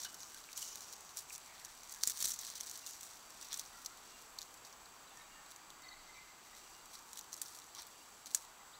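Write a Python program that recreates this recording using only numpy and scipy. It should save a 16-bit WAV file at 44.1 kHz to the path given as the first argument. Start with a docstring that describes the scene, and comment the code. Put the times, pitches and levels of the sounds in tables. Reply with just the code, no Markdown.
"""Open field, close to the camera: dry grass and stalks snap and rustle, with short thuds and dull knocks.
Each snap is an impulse and a dying spray of smaller ones, filtered by the grass; filtered click noise
makes the rustle, and swelling sweeps and narrow-band swishes of blades pass between the snaps.
Far off: filtered noise for the hush of a town, wavering peeps with echo, a drifting hiss.
Low noise makes a light breeze, sines the camera's thin whine. One microphone feeds both channels."""
import sys
import numpy as np
from scipy import signal
from scipy.fft import rfft, irfft
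from scipy.io import wavfile
from scipy.ndimage import uniform_filter1d

SR = 44100
rng = np.random.default_rng(int(sys.argv[2]) if len(sys.argv) > 2 else 0)


def file_out(sig):
    """Save sig as 16-bit WAV at sys.argv[1]."""
    # one column per channel
    cols = np.atleast_2d(sig).T
    # limit, then scale
    lim = np.clip(cols, -1, 1)
    pcm = np.round(lim * 32767).astype(np.int16)
    wavfile.write(sys.argv[1], SR, pcm)


def gain_from_decibels(decibels):
    """Convert decibel values to linear amplitude factors."""
    exponent = np.asarray(decibels, float) / 20
    return 10 ** exponent


N = 387638
T = np.arange(N) / SR
TAPS = 512  # length of the grass response, samples
BINS_HZ = np.linspace(0, SR / 2, TAPS // 2 + 1)


def on_log(hz, table):
    """Spectral interpolation: read an (f/Hz, level/dB) table on a log-frequency axis."""
    f, db = np.transpose(table)
    return np.interp(np.log(np.maximum(hz, 1)), np.log(f), db)


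def causal(db):
    """Minimum phase: the shortest-delay response with the given dB gains from 0 Hz to SR / 2."""
    cepstrum = irfft(db * np.log(10) / 20)
    half = len(cepstrum) // 2
    cepstrum[1:half] *= 2
    cepstrum[half + 1:] = 0
    return irfft(np.exp(rfft(cepstrum)))


def unit(x):
    """Normalization: scale to rms 1."""
    return x / np.sqrt(np.mean(x ** 2))


def walk(rate):
    """Slow random modulation: levels held 1 / rate s and smoothed twice; spread near 1."""
    hold = int(SR / rate)
    steps = np.repeat(rng.standard_normal(N // hold + 1), hold)
    return 1.43 * uniform_filter1d(uniform_filter1d(steps, hold), hold)[:N]


def clicks(shape, per_s, spread_db):
    """Impulsive noise: random clicks of either sign, a few much larger than the rest."""
    hit = rng.random(shape) < per_s / SR
    size = gain_from_decibels(spread_db * np.minimum(rng.exponential(size=shape), 5))
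    return hit * rng.standard_normal(shape) * size


def swell(rows, gains):
    """Incoherent addition: powers of strokes that swell and fade, one line per gain."""
    power = np.zeros((len(gains[0]), N))
    for (at, db, swell_s, fade_s), gain in zip(rows, gains):
        swell_s, fade_s = max(swell_s, .002), max(fade_s, .002)
        # each stroke is followed to 30 dB below its loudest
        near = slice(max(int((at - 3 * swell_s) * SR), 0), int((at + 3 * fade_s) * SR))
        age = T[near] - at
        drop_db = 10 * np.where(age < 0, -age / swell_s, age / fade_s)
        power[:, near] += (gain * gain_from_decibels(db - drop_db)) ** 2
    return power


# relative spectrum of town hush and microphone hiss: f/Hz, level/dB (per Hz)
HUSH_SPECTRUM = [(25, -14), (55, -5.5), (130, -9), (350, -6), (560, -7.5), (800, -1), (1160, 0.5),
                 (1450, -3), (1750, -7), (2550, -8.5), (4400, -10.5), (5280, -13), (6500, -7.5),
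                 (8400, -15), (12500, -20.5), (15000, -18), (16500, -18.5)]


def hush(level_db=-59.5, swell_db=.3, flicker_db=1.3):
    """Filtered noise: half-octave bands swell together; those below a few kHz flicker most alone."""
    hz, noise = np.fft.rfftfreq(N, 1 / SR), rfft(rng.standard_normal(N))
    shaped, out = noise * gain_from_decibels(on_log(hz, HUSH_SPECTRUM)), 0
    for centre in 20 * 2 ** np.arange(0, 10.1, .5):
        share = np.clip(1 - 2 * np.abs(np.log2(np.maximum(hz, 1) / centre)), 0, 1)
        flicker = gain_from_decibels(flicker_db * walk(2.884) / (1 + centre / 1700.0))
        out = out + irfft(shaped * share, N) * flicker
    return gain_from_decibels(level_db + swell_db * walk(0.69)) * unit(out)


# camera whine: f/Hz, level/dB (rms before the flicker)
WHINE_TONES = [(2379, -84), (4679, -75), (7537, -84), (7596, -82), (7655, -72), (7714, -72), (7773, -82),
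               (14040, -81)]


def whine(flicker_db=1.6):
    """Sum of pure tones: electrical whine, steady in pitch and flickering in level."""
    out = np.zeros(N)
    for hz, db in WHINE_TONES:
        tone = np.sqrt(2) * np.sin(2 * np.pi * (hz * T + rng.random()))
        out += gain_from_decibels(db + flicker_db * walk(15.0)) * tone
    return out


# puffs of a light breeze, added to its resting level: t/s, level/dB
GUST_PUFFS = [(0.56, -83), (1.85, -80), (2.3, -79), (3.67, -80), (4.33, -80), (5.3, -80), (6.0, -79),
              (6.66, -79)]


def breeze(low_hz=20., high_hz=36., resting_db=-85, gust_s=0.17):
    """Band-limited pressure noise: slow swings at the microphone port, in light gusts."""
    level = gain_from_decibels(resting_db)
    for s, db in GUST_PUFFS:
        level = level + gain_from_decibels(db) * np.exp(-.5 * ((T - s) / gust_s) ** 2)
    band = signal.butter(2, [low_hz, high_hz], "band", fs=SR, output="sos")
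    return level * unit(signal.sosfilt(band, rng.standard_normal(N)))


# how much the grass stirs between sweeps: t/s, level/dB (main band)
STIR_LEVELS = [(0.0, -64.5), (1.05, -65.5), (1.55, -72), (1.8, -66), (3.1, -66), (3.75, -66), (4.5, -70),
               (5.0, -79), (6.1, -84), (6.9, -69), (8.1, -68.5), (8.79, -74)]
# sweeps through the blades: t/s (loudest), level/dB (main band), swell/s per 10 dB, fade/s per 10 dB,
# coarse stalks/dB re main band; a swell or fade below 0.002 s plays as 0.002 s
BLADE_SWEEPS = [(0.05, -52, 1, 0.04, 0.5), (0.13, -52, -0.5, -0.07, -15), (0.36, -58, 0, 0.06, 0.5),
                (0.575, -51.5, .02, 0.16, -4.5), (0.615, -53, .015, 0.04, -8),
                (0.635, -57.5, -0.03, 0.16, -3), (0.93, -64, 0.9, -0.04, -1), (1.125, -65, -0.1, -0.07, -5),
                (1.169, -51, 0, 0.03, -8), (1.19, -52, .02, 0.03, -7), (1.21, -56, 0.05, 0, -3),
                (1.345, -49, 0.03, -0.05, -8), (1.47, -64.5, 0.1, 0, -3), (1.655, -62.5, 0.25, 0.2, 0),
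                (1.89, -56, .01, -0.2, 1), (1.925, -49, 0.02, -0.1, -6), (2.012, -60, 0.08, -0.2, -5),
                (2.05, -48, 0, 0, -6), (2.091, -43.5, 0.05, 0.05, -5), (2.19, -63, 0.02, 0.03, -6),
                (2.226, -41.5, 0.0438, 0, -3.5), (2.246, -39.5, 0.005, 0.0163, -4),
                (2.259, -42, 0.03, 0.0142, -4), (2.287, -44.5, 0.02, .02, -5),
                (2.31, -43, 0.0261, 0.0246, -6.5), (2.338, -49, -0.02, 0, -1),
                (2.365, -46, -0.17, -0.04, -7), (2.41, -64, -0.3, 0.1, -9), (2.48, -51, 0.13, 0.07, 0),
                (2.56, -56.5, -0.2, 0.12, 0), (2.607, -55, -0.06, 0.04, -5),
                (2.665, -55.5, -0.74, 0.12, -4), (2.739, -54, -0.12, 0.07, -2), (2.87, -53, -0.23, 0.1, -6),
                (3.02, -55.5, -0.33, 0.11, -6), (3.15, -65, 0.5, 0.1, 0), (3.425, -54, 0.01, 0, -5),
                (3.45, -60, 0.1, .04, 0.5), (3.515, -57.5, 0.02, 0.08, 7), (3.55, -52.5, 0, 0.04, -8),
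                (3.594, -53, -0.01, 0.03, -2), (3.87, -67, 0.5, -0.12, -3), (4.03, -61, -0.1, 0, 3),
                (4.21, -68, 0.3, -0.1, 1.5), (4.42, -64, .03, 0.05, -5), (4.654, -58.5, -0.23, 0.04, -2.5),
                (5.14, -71, .15, 0.3, -3), (5.5, -68, 0.1, 0, 0), (4.8, -72, -3.5, 0.4, 0),
                (6.15, -74, 0.2, 0.3, 7), (6.7, -68, -0.07, -1.3, -3), (6.43, -67, -0.6, 0.2, 0),
                (6.56, -63.5, -0.15, 0.24, -2), (6.94, -59, 0.03, 0.07, -2), (7.12, -63, 0.05, -0.03, -4),
                (7.195, -52, 0.02, -0.05, -10), (7.33, -60.5, 0.02, 0.05, -4), (7.43, -57.5, 0, 0.1, -6),
                (7.55, -59.5, 0.1, 0.07, -5), (7.755, -57, 0, 0.03, 3), (7.8, -55, 0.04, 0.03, 3.5),
                (8.268, -56.5, 0, 0.03, -2), (8.312, -60, -0.07, .02, -2), (8.36, -51.5, 0.02, 0.04, -6.5),
                (8.44, -68, 0.3, -0.2, -6)]


def stirring(stir_coarse_db=-4, fine_db=-1.5, fine_per_coarse=-0.34):
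    """Energy summation: levels of coarse, main and fine blades from a slow stir plus sweeps."""
    def colour(coarse_db):
        # sweeps rich in coarse stalks have fewer fine tips
        return gain_from_decibels(np.array([[coarse_db], [0], [fine_db + fine_per_coarse * coarse_db]]))

    s, db = np.transpose(STIR_LEVELS)
    stir = gain_from_decibels(np.interp(T, s, db)) * colour(stir_coarse_db)
    sweeps = swell([row[:4] for row in BLADE_SWEEPS], [colour(row[4]) for row in BLADE_SWEEPS])
    return np.sqrt(stir ** 2 + sweeps)


# relative spectrum of dry grass as the microphone hears it: f/Hz, level/dB (per Hz)
GRASS_SPECTRUM = [(200, -23), (1000, -22), (1800, -14), (2800, -17.5), (3500, -8.5), (4100, -4.5),
                  (4900, -6), (5250, -10.5), (5600, 2.5), (7400, 0.5), (8400, -5), (10800, -8), (15100, -9),
                  (20000, -4)]


def grass_response(ring_db=0):
    """Impulse response: what one click in the grass sounds like, with an optional stalk resonance."""
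    return causal(on_log(BINS_HZ, GRASS_SPECTRUM) + ring_db)


def rustle(levels, patchy_db=1.5, own_db=1.0, coarse_hz=4830.0, fine_hz=8700.):
    """Granular excitation: dense clicks in patches; coarse stalks speak low, fine tips high."""
    grains = clicks(N, per_s=4500., spread_db=2.7) * gain_from_decibels(patchy_db * walk(150.))
    grass = signal.fftconvolve(grains, grass_response())[:N]
    out = np.zeros(N)
    bands = [(coarse_hz, "low"), ([coarse_hz, fine_hz], "band"), (fine_hz, "high")]
    for (edge_hz, kind), level in zip(bands, levels):
        stems = signal.sosfilt(signal.butter(4, edge_hz, kind, fs=SR, output="sos"), grass)
        # each size of stem comes and goes on its own, so the colour keeps changing
        out += level * unit(stems * gain_from_decibels(own_db * walk(120.)))
    return out


def small_snaps(main, per_s=14, over_rustle_db=2, spread_db=3, pitch_db=2, spray_db=-15):
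    """Random point process: small stalks break at any time, louder where the grass stirs harder."""
    s, size, pitch = rng.random((int(per_s * N / SR), 3)).T
    s = s * (N - 1) / SR
    db = 20 * np.log10(main[(s * SR).astype(int)]) + over_rustle_db + spread_db * (2 * size - 1)
    stalk_hz = 3300 * 4 ** pitch
    return list(zip(s, db, stalk_hz, np.full(len(s), pitch_db), np.full(len(s), spray_db)))


# the clear snaps: t/s (start), level/dB (rms of the first 5 ms), f/Hz of the stalk,
# strength of that pitch/dB, tearing fibres/dB re the click
CLEAR_SNAPS = [(0.0166, -47, 6600, 5, -15), (0.0325, -45.5, 6600, 5, -12), (0.048, -42, 3280, 15, -14),
               (0.0505, -46, 4500, -0.5, -22), (0.1431, -46.5, 4100, 0.5, -9),
               (0.2037, -50.5, 4100, 6, -11), (0.2308, -46.5, 4400, 9, -17), (0.2418, -57, 5700, 10, -28),
               (0.2697, -57, 3300, 4, -13), (0.2862, -64, 3320, 5.5, -24), (0.3444, -49, 3300, 5, -10),
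               (0.3829, -55, 3500, 8, -17), (0.4037, -58, 8100, 2, -22), (0.4391, -54, 3800, 12, -26),
               (0.4542, -60, 10800, 5, -23), (0.5179, -55, 3320, 7, -26), (0.5286, -46, 4430, 11, -16),
               (0.5688, -47, 4400, 9, -15), (0.5751, -40, 11000, 7, -20), (0.5775, -45, 3300, -1, -18),
               (0.594, -51, 12500, 12, -20), (0.6191, -45, 5700, 9, -26), (0.6261, -41.5, 3300, -1, -16),
               (0.6705, -57, 6200, 6, -20), (0.756, -43, 7000, 3, -20), (0.8059, -47, 5400, 6, -10),
               (0.8199, -50, 4700, 6, -12), (0.9256, -45.5, 4100, 10, -13), (0.9331, -47.5, 4100, 8, -8),
               (0.939, -59, 5000, 6, -26), (0.9551, -63, 5700, 8, -24), (1.0063, -52, 4400, 3, -12),
               (1.0915, -54, 4100, 10, -31), (1.1708, -40, 9000, 7, -26), (1.1861, -47, 6200, 5, -15),
               (1.2178, -59, 13200, 8, -24), (1.2973, -48.5, 8100, 7, -13), (1.3501, -45, 5700, 6, -11),
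               (1.3583, -46, 5400, 2, -11), (1.3792, -49, 10000, 8, -23), (1.5791, -57, 3800, 14, -25),
               (1.6485, -44.5, 6300, 6, -23), (1.6557, -51, 5700, 0, -17), (1.7761, -58, 3300, 5, -22),
               (1.8326, -51, 5400, 4, -11), (1.8941, -49.5, 6600, 7, -16), (1.9237, -46, 7000, 7, -9),
               (1.9384, -48, 6600, 5, -20), (1.9462, -49, 3300, 5, -26), (1.9609, -53, 3800, 5, -26),
               (2.0095, -51, 3800, 12, -10), (2.0346, -26.5, 4760, 6, -16.5), (2.0731, -27, 8700, 7, -16),
               (2.0845, -41.5, 7600, 5, -17), (2.0972, -35, 12300, 5, -17), (2.1726, -42, 7600, 2, -22),
               (2.204, -43, 11500, 12, -19), (2.2253, -31.5, 11500, 4, -21), (2.2415, -40, 9000, -2, -8),
               (2.2448, -34.5, 6600, 5, -12), (2.2545, -32.5, 10000, 3, -11), (2.27, -38.5, 6600, 12, -26),
               (2.2841, -38, 13200, 5, -10), (2.3042, -38.5, 10600, 4, -6), (2.3181, -37, 6200, 8, -18),
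               (2.3355, -42, 4400, -2, -8), (2.3398, -42, 7100, 6, -18), (2.3895, -40, 6600, 5, -11),
               (2.3962, -52, 7100, 7, -16), (2.4112, -48, 13200, 12, -17), (2.4486, -46, 5700, 0, -16),
               (2.4669, -46, 5000, 8, -26), (2.5005, -43.5, 3800, 3, -18.5), (2.5134, -53, 4100, 14, -15),
               (2.5305, -60, 4700, -1, -18), (2.5534, -43.5, 5000, 6, -13), (2.5595, -51, 4100, 6, -15),
               (2.578, -48, 3300, 3, -11), (2.6027, -43, 4400, 1, -7), (2.6079, -37.5, 3280, 8, -17),
               (2.6294, -56, 4100, 7, -12), (2.641, -57, 7600, 4, -26), (2.6615, -49, 4100, 4, -14),
               (2.6683, -50, 8100, 4, -14), (2.6959, -43, 5400, 2, -17), (2.7124, -43, 10700, 3, -22),
               (2.7612, -57, 4400, 7, -13), (2.7742, -47.5, 13200, 4, -13), (2.7905, -52, 8700, 8, -14),
               (2.8626, -42.5, 4100, 4, -17), (2.8678, -47, 5000, 13, -16), (2.8747, -48, 9300, 8, -25),
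               (2.9083, -51, 10700, 6, -15), (2.9231, -59, 5400, 14, -17), (2.9359, -56, 3800, 18, -25),
               (2.9522, -56, 8100, 4, -13), (3.0089, -47.5, 7100, 4, -15), (3.1121, -58, 7600, 2.5, -11),
               (3.1727, -59.5, 5000, 11, -12), (3.3027, -52, 5400, 3, -13), (3.4258, -46.5, 6200, 4, -17),
               (3.4452, -52, 3300, 1, -11), (3.4522, -54, 4700, 13, -17), (3.4849, -51, 3300, 4, -17),
               (3.5285, -38, 3360, 12, -10), (3.541, -38, 5000, 7, -9), (3.5728, -42.5, 9000, 8, -16),
               (3.5874, -48, 3500, 11, -12), (3.5942, -37, 4970, 5, -7), (3.6511, -55, 4400, 13, -11),
               (3.6599, -53, 5400, 9, -13), (3.8474, -49, 5000, 5, -12), (3.8599, -38, 4870, 7, -14),
               (3.9727, -56.5, 3300, 4, -22), (4.2159, -59, 4400, 5, -26), (4.2212, -55, 3800, 10, -19),
               (4.3862, -40, 4400, 18, -16), (4.4087, -51, 3300, 14, -13), (4.4162, -45, 3800, 12, -22),
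               (4.4217, -52, 4400, 19, -15), (4.4277, -50, 5400, 10, -20), (4.5407, -54, 11000, 4, -16),
               (4.572, -58, 4400, 9, -16), (4.6485, -51.5, 4670, 14, -13), (4.726, -55, 5000, 14, -10),
               (4.857, -56, 4400, 17, -11), (5.1717, -54, 5700, 8, -15), (5.4608, -58, 4400, 11, -14),
               (5.5047, -56, 3500, 6, -12), (5.5127, -52, 3300, 1, -9), (5.5184, -53.5, 3800, 11, -21),
               (5.5606, -51.5, 7100, 5, -14), (5.7027, -52, 3500, 16, -27), (5.8202, -58, 9000, -1, -18),
               (6.5498, -57, 4100, 7, -16), (6.6942, -65, 10000, 4, -16), (6.8562, -55, 11500, 2, -17),
               (6.9524, -51, 4360, 15, -6), (7.1309, -44.5, 10000, 6, -22), (7.1559, -52, 3800, 10, -14),
               (7.173, -44.5, 3400, 11, -22), (7.191, -47, 3320, 10, -17), (7.2102, -50, 5400, 7, -21),
               (7.241, -56, 4100, 8, -14), (7.3219, -55, 4700, 4, -26), (7.329, -42.5, 5700, 7, -21),
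               (7.3342, -51, 11500, 8, -14), (7.3403, -43.5, 5600, 9, -23), (7.3655, -51, 8700, 5, -26),
               (7.3762, -51, 3300, 8, -14), (7.385, -59, 6600, 2, -21), (7.4151, -35, 10100, 6.5, -5),
               (7.438, -58, 5000, 7, -22), (7.4582, -50, 5000, 20, -17), (7.4818, -56, 3300, 6, -14),
               (7.5476, -53, 3800, 8, -10), (7.5514, -56, 5400, 7, -18), (7.5875, -51.5, 4400, 7, -22),
               (7.6184, -56.5, 3800, 14, -16), (7.6657, -59, 11500, 6, -21), (7.7483, -47.5, 3300, 9, -12),
               (7.8196, -48, 10000, 3, -15), (7.8676, -53, 13200, 7, -18), (8.2587, -47, 3300, 3, -16),
               (8.2661, -50, 4100, 8, -9), (8.2707, -57, 4700, 9, -15), (8.3059, -52, 4400, 10, -18),
               (8.3118, -52, 3800, 6, -12), (8.3465, -24.5, 8300, 8, -18), (8.3568, -47, 6600, 6, -12),
               (8.4226, -57, 4400, 6, -19), (8.4436, -60, 3500, 14, -20), (8.4492, -55, 3300, 8, -12)]


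def snaps(main, lead_s=.0009, lead_over_spray_db=2.0, pitch_octaves=0.26):
    """Impulse excitation of a resonance: a stalk gives, clicks, then its fibres tear in a dying spray."""
    spray_len, spray_t60_s, burst_s = 2048, 0.027, .005
    split_db, split_t60_s = -5, 0.0069
    puff_db, puff_s, puff_per_db = -4.5, .00006, .3
    rows = list(CLEAR_SNAPS) + small_snaps(main)
    out, age = np.zeros(N + spray_len + TAPS), np.arange(spray_len) / SR - lead_s
    fibres = unit(clicks((len(rows), spray_len), per_s=9000.0, spread_db=1.5))
    lead = 20 * age / lead_s + lead_over_spray_db
    fade = gain_from_decibels(np.where(age < 0, lead, -60 * age / spray_t60_s))
    # the wall of the stalk splits from the click on, over the spray
    fade = fade + (age >= 0) * gain_from_decibels(split_db - 60 * np.maximum(age, 0) / split_t60_s)
    # a one-way puff of air, more than its share for a big stalk: a low thump
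    puff = np.exp(-.5 * (age / puff_s) ** 2)
    for (s, db, hz, pitch_db, spray_db), spray in zip(rows, fibres):
        push = gain_from_decibels(spray_db) * spray * fade
        push[np.argmax(age >= 0)] = 1
        octaves = np.log2(np.maximum(BINS_HZ, 1) / hz)
        ring_db = pitch_db * np.exp(-.5 * (octaves / pitch_octaves) ** 2)
        sound = signal.fftconvolve(push, grass_response(ring_db))
        burst_rms = np.sqrt(np.mean(sound[:int(burst_s * SR)] ** 2))
        i = int(s * SR)
        out[i:i + len(sound)] += gain_from_decibels(db) * sound / burst_rms
        out[i:i + spray_len] += gain_from_decibels(puff_db + (1 + puff_per_db) * db) * puff
    return out[:N]


# swishes of thin blades: t/s (loudest), level/dB, swell/s per 10 dB, fade/s per 10 dB;
# a swell or fade below 0.002 s plays as 0.002 s
BLADE_SWISHES = [(0.03, -47, -1.7, 0.01), (0.225, -56.5, .05, 0.1), (0.56, -48, 0, 0.07),
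                 (0.62, -50.5, 0, 0.14), (0.715, -60, 0.03, 0.17), (0.815, -60.5, 0, 0.44),
                 (2.265, -45, 0.03, 0), (2.48, -56, 0.2, 0), (2.74, -62, 0.2, 0.16), (2.9, -59, 0.2, .1)]
# lower and upper edge of their band: f/Hz
SWISH_BAND = [5400, 7100]


def swish(waver_db=1.8):
    """Friction noise: thin blades brush past each other, a grainy hiss in one narrow band."""
    level = np.sqrt(swell(BLADE_SWISHES, np.ones((len(BLADE_SWISHES), 1, 1)))[0])
    band = signal.butter(2, SWISH_BAND, "band", fs=SR, output="sos")
    hiss = unit(signal.sosfilt(band, clicks(N, per_s=7000.0, spread_db=2.1)))
    return level * gain_from_decibels(waver_db * walk(60.)) * hiss


# faint far peeps: t/s (start), length/s, f/Hz, level/dB (rms before the echo)
FAR_PEEPS = [(0.33, 0.049, 1590, -66), (0.488, 0.004, 2230, -53.5), (0.045, 0.025, 1570, -55.5),
             (0.049, 0.031, 2950, -57), (0.575, 0.01, 3070, -57), (0.624, 0.0084, 2940, -50.5),
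             (1.304, 0.0043, 2440, -50.5), (1.954, 0.044, 1674, -68), (2.582, .06, 3130, -74),
             (2.827, 0.03, 2770, -65.5), (2.862, 0.025, 2790, -67), (3.42, 0.038, 2700, -69),
             (3.72, 0.05, 1945, -68), (3.729, 0.087, 1396, -68), (3.895, 0.051, 1386, -66),
             (4.09, 0.12, 2780, -70.5), (5.068, .018, 3970, -67), (5.095, .05, 3600, -72),
             (5.108, .016, 2800, -71), (5.14, 0.093, 1816, -68), (5.07, .015, 5700, -70),
             (5.188, 0.037, 2160, -66), (5.198, .03, 3830, -66), (5.272, 0.14, 2795, -72.5),
             (5.35, 0.063, 1815, -68), (5.804, 0.066, 2050, -71), (5.853, 0.04, 2020, -62),
             (5.815, .07, 3840, -70), (5.833, 0.028, 4400, -62), (5.884, 0.014, 4450, -55),
             (5.88, .014, 6150, -65), (5.905, 0.046, 2025, -64), (5.91, 0.038, 3890, -62.5),
             (5.92, 0.017, 4300, -63), (5.955, 0.048, 2070, -70), (6.07, 0.17, 2066, -66),
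             (6.134, 0.026, 3950, -69), (6.13, .02, 4450, -72), (6.142, .012, 6040, -75),
             (6.15, 0.044, 2320, -65), (6.274, 0.055, 2080, -70), (6.449, 0.05, 1970, -71),
             (6.523, 0.028, 1966, -64.5), (6.53, .03, 3820, -70), (6.574, 0.11, 2790, -74),
             (6.71, 0.11, 2840, -74), (7.758, 0.03, 1106, -62), (7.781, 0.027, 928, -61),
             (7.932, 0.1, 2780, -73), (8.58, 0.05, 2004, -71), (8.735, 0.012, 3750, -61.5),
             (8.747, 0.015, 4100, -64)]


def peeps(waver_hz=42., wavers_per_peep=1.8, steady=1.1):
    """Narrow-band modulation: soft-edged tones waver in pitch and strength on the way through the air."""
    out, air = np.zeros(N), rng.standard_normal((len(FAR_PEEPS), 2, SR // 4))
    for (s, length, hz, db), noise in zip(FAR_PEEPS, air):
        width_hz = waver_hz + wavers_per_peep / length  # short peeps are wider
        i = int(s * SR)
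        age = np.arange(min(int(length * SR), SR // 4, N - i)) / SR
        waver = uniform_filter1d(noise, int(SR / width_hz / 2))
        waver = uniform_filter1d(waver, int(SR / width_hz / 4))
        # steady is the part that holds its pitch, re the wavering part
        waver = unit(waver[:, :len(age)]) + np.array([[steady], [0]])
        turn = 2 * np.pi * hz * age
        tone = waver[0] * np.cos(turn) + waver[1] * np.sin(turn)
        out[i:i + len(age)] += gain_from_decibels(db) * unit(tone * np.sqrt(np.sin(np.pi * age / length)))
    return out


def far_echo(x, echo_db=-5.0, t60_s=0.99):
    """Diffuse reverberation: scattered returns from slopes and walls smear what comes from afar."""
    age = np.arange(SR // 2) / SR
    tail = rng.standard_normal(SR // 2) * gain_from_decibels(-60 * age / t60_s)
    return x + gain_from_decibels(echo_db) * signal.fftconvolve(x, tail / np.sqrt(np.sum(tail ** 2)))[:N]


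# short low thuds and dull knocks, most of them beside the snaps: t/s, f/Hz, level/dB (peak before damping)
THUDS_AND_KNOCKS = [(2.225, 1050, -45), (2.241, 230, -59), (2.252, 110, -64), (2.254, 1800, -53),
                    (1.272, 290, -58), (3.52, 1750, -58)]


def thuds(cycles=2.5):
    """Damped oscillation: a short swing of a few cycles."""
    out = np.zeros(N)
    for s, hz, db in THUDS_AND_KNOCKS:
        turns = np.arange(int(3 * cycles * SR / hz)) * hz / SR
        i = int(s * SR)
        swing = np.sin(2 * np.pi * turns) * np.exp(-3 * turns / cycles)
        out[i:i + len(turns)] += gain_from_decibels(db) * swing
    return out


# a faint far band of hiss that swells and drifts down: t/s (start), length/s, from f/Hz, to f/Hz, level/dB
HISS_DRIFTS = [(1.42, 0.35, 2257, 1706, -67), (1.842, 0.2, 2100, 1600, -71)]


def drifts(width_hz=490, waver_db=4.5):
    """Quadrature modulation: narrow noise carried on a falling centre, wavering in strength."""
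    band = signal.butter(2, width_hz / 2, fs=SR, output="sos")
    air = unit(signal.sosfilt(band, rng.standard_normal((2, N)))) * gain_from_decibels(waver_db * walk(19.0))
    out = np.zeros(N)
    for s, length, from_hz, to_hz, db in HISS_DRIFTS:
        part = np.clip((T - s) / length, 0, 1)
        turn = 2 * np.pi * np.cumsum(from_hz + (to_hz - from_hz) * part) / SR
        hiss = np.sqrt(2) * (air[0] * np.cos(turn) + air[1] * np.sin(turn))
        out += gain_from_decibels(db) * np.sin(np.pi * part) * hiss
    return out


def scene():
    """Superposition: the pressures of all sources add at one microphone."""
    levels = stirring()
    far = hush() + far_echo(peeps()) + drifts()
    grass = rustle(levels) + snaps(levels[1]) + swish()
    mono = far + whine() + breeze() + grass + thuds()
    return np.array([mono, mono])


def low_pass(x):
    """Removes everything above the highest recorded frequency."""
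    return signal.sosfilt(signal.butter(12, 16830, fs=SR, output="sos"), x)


# steep treble cut near 16 kHz: f/Hz, level/dB
TREBLE_CUT = [(15650, 0), (15900, -17), (16500, -25), (16800, -46)]


def record(dry):
    """Low-pass filtering: a steep treble cut near 16 kHz shapes the finished mix."""
    gain = gain_from_decibels(on_log(np.fft.rfftfreq(N, 1 / SR), TREBLE_CUT))
    mix = irfft(rfft(dry) * gain, N)
    return low_pass(mix)


dry = scene()
out = record(dry)
file_out(out)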